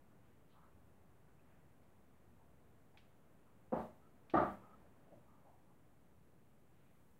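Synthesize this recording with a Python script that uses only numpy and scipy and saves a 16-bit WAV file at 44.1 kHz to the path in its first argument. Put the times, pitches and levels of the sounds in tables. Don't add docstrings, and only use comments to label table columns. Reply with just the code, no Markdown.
import sys
import numpy as np
from scipy import signal
from scipy.fft import rfft, irfft, next_fast_len
from scipy.io import wavfile
from scipy.ndimage import uniform_filter1d

SR = 44100
rng = np.random.default_rng(int(sys.argv[2]) if len(sys.argv) > 2 else 0)


def to_wav(s):
    ch = np.atleast_2d(s).T
    pcm = np.round(np.clip(ch, -1, 1) * 32767)
    wavfile.write(sys.argv[1], SR, pcm.astype(np.int16))


N = 317079

# frequency_hz, relative_density_db
AIR_SPECTRUM = [(25, -24), (34, -24.5), (45, -11.5), (62, -2), (140, -1), (260, -5.5), (410, -10),
                (660, -12.5), (1000, -16.5), (2000, -24.5), (3200, -32), (5000, -39), (7500, -35.5),
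                (15500, -35.5)]
# peak_s, level_db, centre_hz, fall_s
SCUFF_STROKES = [(.12, -77, 1300, 0.018), (.53, -82, 3280, 0.052), (.572, -69, 1010, .055),
                 (.645, -72, 1180, .05), (1.29, -79, 1330, 0.026), (2.953, -69.5, 760, 0.021),
                 (3.48, -76, 1100, 0.035), (4.66, -71, 920, 0.097), (5.09, -68.5, 600, 0.055),
                 (5.33, -75, 960, 0.13), (5.485, -66.5, 730, 0.067), (5.709, -76, 885, 0.057)]
# peak_s, level_db, centre_hz, fall_s
RUSTLE_STROKES = [(.27, -83, 1800, .08), (.72, -71.5, 64.7, 0.2), (1.52, -81.5, 1500, .17),
                  (2.3, -74, 70.5, .2), (3.8, -83.5, 2750, 0.067), (6.29, -75.5, 357, .08),
                  (6.85, -85, 2000, 0.23)]
# start_s, level_db, pitch_hz, hold_s
FAR_TONES = [(1.386, -83, 2560, .012), (2.399, -71.5, 950, 0.028), (4.021, -74, 1290, 0.048),
             (4.63, -72, 1270, 0.12), (5.28, -77, 1190, 0.099)]
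# start_s, level_db, pitch_ratio, relative_echo_db
TICK_HITS = [(1.833, -74, 1.6, 0), (2.9735, -46, 1.02, -7.5), (4.2985, -43.5, 1.02, -7)]
# pitch_hz, relative_db
TICK_PARTIALS = [(1400, -12), (2350, -1), (3300, -5.5)]
# frequency_hz, t60_s
ROOM_DECAY = [(70, 0.64), (160, 0.37), (300, 0.37), (700, 0.41), (1300, 0.39), (3000, 0.5), (8000, 0.26)]
# start_s, place, thud_hz, thud_db, ring_gain_db, boom_gain_db, sole_delay_s, sole_gain_db
HEAVY_STEPS = [(3.7209, 0.02, 505, -44, -2.5, -2, .0085, -5.5), (4.3362, 0.98, 751, -33, -2, -1, .0312, -2)]
# pitch_ratio, relative_db, peak_s
HEEL_PARTIALS = [(0.432, 4, 0.013), (1, -2.5, 0.011), (2.45, -14.5, .012)]
# pitch_hz, spot_0_db, spot_1_db, t60_s
FLOOR_MODES = [(70.4, -62, -54.5, 0.62), (143.3, -55.5, -45.5, 0.42), (169.5, -47, -60, 0.32),
               (196.5, -58.5, -48, 0.92), (226.7, -47.5, -47, 0.58), (259, -42.5, -46, 0.19),
               (288, -45, -31, 0.17), (319.6, -50.5, -45, 0.25), (358.7, -54, -44, 0.41),
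               (412.2, -59, -39.5, 0.27), (517, -36, -39.5, 0.14), (550, -48.5, -45.5, 0.42),
               (616, -45, -36.5, 0.41), (686, -60, -35.5, 0.15), (758, -47, -57, 0.35),
               (784, -52, -42, 0.19), (864, -45.5, -44, 0.42), (935, -54, -49.5, .3),
               (1162, -54.5, -40, 0.44), (1213, -66, -45, 0.32), (1276, -64.5, -44, 0.17),
               (1274, -63.5, -45.5, 0.31), (1820, -72, -57.5, 0.21)]
# frequency_hz, spot_0_relative_db, spot_1_relative_db
BOOM_SPECTRUM = [(29.8, -27, -47), (64.6, -8, -12.5), (110, -7, -13), (210, -0.5, -4), (337, 0.5, 4.5),
                 (445, 2.5, -9.5), (730, 3, 4.5), (1040, -4, -8), (1243, -9, 2), (1500, -15.5, -11),
                 (1907, -22, -16.5), (2490, -30, -32), (3740, -46, -37), (5960, -53, -51.5),
                 (12100, -60, -73)]
# start_s, knock_db, thump_db
BAREFOOT_PATS = [(4.841, -66.5, -81), (5.119, -58.5, -62.5), (5.155, -64.5, -63.5), (6.341, -85, -66.5)]


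def amp(db):
    return 10 ** (np.asarray(db) / 20)


def curve_at(points, hz):
    table_hz, values = np.transpose(points)
    return np.interp(np.log(hz + 1), np.log(table_hz), values)


def add(mix, start_s, sound):
    at = round(start_s * SR)
    sound = sound[max(-at, 0):]
    part = mix[max(at, 0):][:len(sound)]
    part += sound[:len(part)]


def noise(size, colour):
    spectrum = rfft(rng.standard_normal(size)) * colour(np.fft.rfftfreq(size, 1 / SR))
    coloured = irfft(spectrum, size)
    return coloured / np.sqrt(np.mean(coloured ** 2) + 1e-20)


def band(centre_hz, octaves):
    return lambda hz: np.exp(-0.5 * (np.log2((hz + 1) / centre_hz) / octaves) ** 2)


def stroke(t, rise_s, fall_s):
    return np.exp(-(np.minimum(t, 0) / rise_s) ** 2 - np.maximum(t, 0) / fall_s)


def fade_in(t, centre_s, width_s):
    return (1 + np.tanh((t - centre_s) / width_s)) / 2


def rumble_and_hiss():
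    t = np.arange(N) / SR
    air_db, open_db, blocked_db, passing_db = -68.5, 0.16, -2, 3.5
    pass_s, pass_width_s = 4.66, 0.43
    air = amp(air_db) * noise(next_fast_len(N), lambda hz: amp(curve_at(AIR_SPECTRUM, hz)))[:N]
    mids = signal.sosfiltfilt(signal.butter(1, [250, 2800], "bandpass", fs=SR, output="sos"), air)
    treble = signal.sosfiltfilt(signal.butter(2, 6000, "highpass", fs=SR, output="sos"), air)
    passing = np.exp(-((t - pass_s) / pass_width_s) ** 2)
    blocked = fade_in(t, centre_s=5.7, width_s=0.31)
    mid_gain = amp(open_db * (1 - blocked) + blocked_db * blocked + passing_db * passing)
    treble_gain = amp(2.3 * fade_in(t, centre_s=6.9, width_s=0.11))
    return air + (mid_gain - 1) * mids + (treble_gain - 1) * treble


def brushes(strokes, octaves):
    lead_s = 0.5
    out, t = np.zeros(N), np.arange(2 * SR) / SR - lead_s
    for peak_s, level_db, centre_hz, fall_s in strokes:
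        swell = stroke(t, rise_s=0.62 * fall_s, fall_s=fall_s)
        add(out, peak_s - lead_s, amp(level_db) * swell * noise(len(t), band(centre_hz, octaves)))
    return out


def far_tones():
    out, t = np.zeros(N), np.arange(SR) / SR
    rise_s, fall_s = 0.002, 0.012
    for start_s, level_db, pitch_hz, hold_s in FAR_TONES:
        held = (1 - np.exp(-t / rise_s)) * np.exp(-np.maximum(t - hold_s, 0) / fall_s)
        add(out, start_s, amp(level_db) * held * noise(SR, band(pitch_hz, octaves=0.056)))
    return out


def room_tail(colour, rise_s=0.0026):
    hz, frame_s, spectra = signal.stft(noise(SR, colour), SR, nperseg=512)
    decay = amp(-60 * frame_s / curve_at(ROOM_DECAY, hz)[:, None])
    tail = signal.istft(spectra * decay, SR, nperseg=512)[1][:SR]
    return tail * (1 - np.exp(-np.arange(SR) / SR / rise_s))


def ticks():
    out, t = np.zeros(N), np.arange(SR) / SR
    rise_s, fall_s = 0.0004, 0.0011
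    near_db, near_fall_s, far_db = -13, 0.01, -20
    struck = np.exp(-t / fall_s) * (1 - np.exp(-t / rise_s))
    near_and_far = amp(near_db) * np.exp(-t / near_fall_s) + amp(far_db)
    for start_s, level_db, pitch_ratio, echo_db in TICK_HITS:
        ring = sum(amp(db) * np.sin(2 * np.pi * pitch_ratio * hz * t) for hz, db in TICK_PARTIALS)
        echo = near_and_far * room_tail(band(pitch_ratio * 2250, octaves=0.72))
        add(out, start_s, amp(level_db) * (struck * ring + amp(echo_db) * echo))
    return out


def thud(t, hz, peak_s):
    press = t / peak_s
    return press ** 2 * np.exp(1 - press ** 2) * np.sin(2 * np.pi * hz * t)


def board_ring(t, place, rise_s=0.0018):
    ring = np.zeros(len(t))
    for k, (hz, spot_0_db, spot_1_db, t60_s) in enumerate(FLOOR_MODES):
        level_db = np.interp(place, [0, 1], [spot_0_db, spot_1_db])
        ring += (-1) ** k * amp(level_db - 60 * t / t60_s) * np.sin(2 * np.pi * hz * t)
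    return ring * (1 - np.exp(-t / rise_s))


def room_boom(place):
    spectrum = [(hz, np.interp(place, [0, 1], spots_db)) for hz, *spots_db in BOOM_SPECTRUM]
    level_db = np.interp(place, [0, 1], [-41, -34])
    return amp(level_db) * room_tail(lambda hz: amp(curve_at(spectrum, hz)))


def footfalls():
    out, t = np.zeros(N), np.arange(SR) / SR
    for start_s, place, thud_hz, thud_db, ring_db, boom_db, sole_delay_s, sole_db in HEAVY_STEPS:
        ring = amp(ring_db) * board_ring(t, place)
        knock = sum(amp(db) * thud(t, ratio * thud_hz, peak_s) for ratio, db, peak_s in HEEL_PARTIALS)
        heel = amp(thud_db) * knock + ring + amp(boom_db) * room_boom(place)
        add(out, start_s, heel)
        slap = thud(t, 1.66 * thud_hz, peak_s=0.0077)
        sole = amp(thud_db - 1) * slap + amp(-18) * ring + amp(boom_db - 2) * room_boom(place)
        add(out, start_s + sole_delay_s, amp(sole_db) * sole)
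    return out


def barefoot_pats():
    rise_s = 0.0034
    out, t = np.zeros(N), np.arange(SR) / SR - rise_s
    for start_s, knock_db, thump_db in BAREFOOT_PATS:
        knock = stroke(t, rise_s, fall_s=0.02) * noise(SR, band(centre_hz=597, octaves=0.17))
        thump = stroke(t, rise_s, fall_s=0.026) * noise(SR, band(centre_hz=175, octaves=0.8))
        add(out, start_s, amp(knock_db) * knock + amp(thump_db) * thump)
    return out


def scene():
    mix = rumble_and_hiss() + footfalls() + ticks() + barefoot_pats()
    mix += brushes(SCUFF_STROKES, octaves=0.33) + brushes(RUSTLE_STROKES, octaves=0.6)
    mix += far_tones()
    return mix[None]


def noise_suppressor(x, threshold_db, lift_db, knee_db, lag_s):
    level_db = 10 * np.log10(abs(uniform_filter1d(x ** 2, size=512)) + 1e-12)
    wanted = (1 + np.tanh((level_db - threshold_db) / knee_db)) / 2
    pole = np.exp(-1 / (lag_s * SR))
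    opening = signal.lfilter([1 - pole], [1, -pole], wanted)
    return x * amp(lift_db * opening)


def record(dry):
    edge_hz, offset = 15800, -0.0005
    gated = noise_suppressor(dry[0], threshold_db=-58.5, lift_db=9.5, knee_db=4, lag_s=0.044)
    lowpass = signal.firwin(511, edge_hz, window=("kaiser", 9), fs=SR)
    return signal.oaconvolve(gated, lowpass, "same")[None] + offset


dry = scene()
out = record(dry)
to_wav(out)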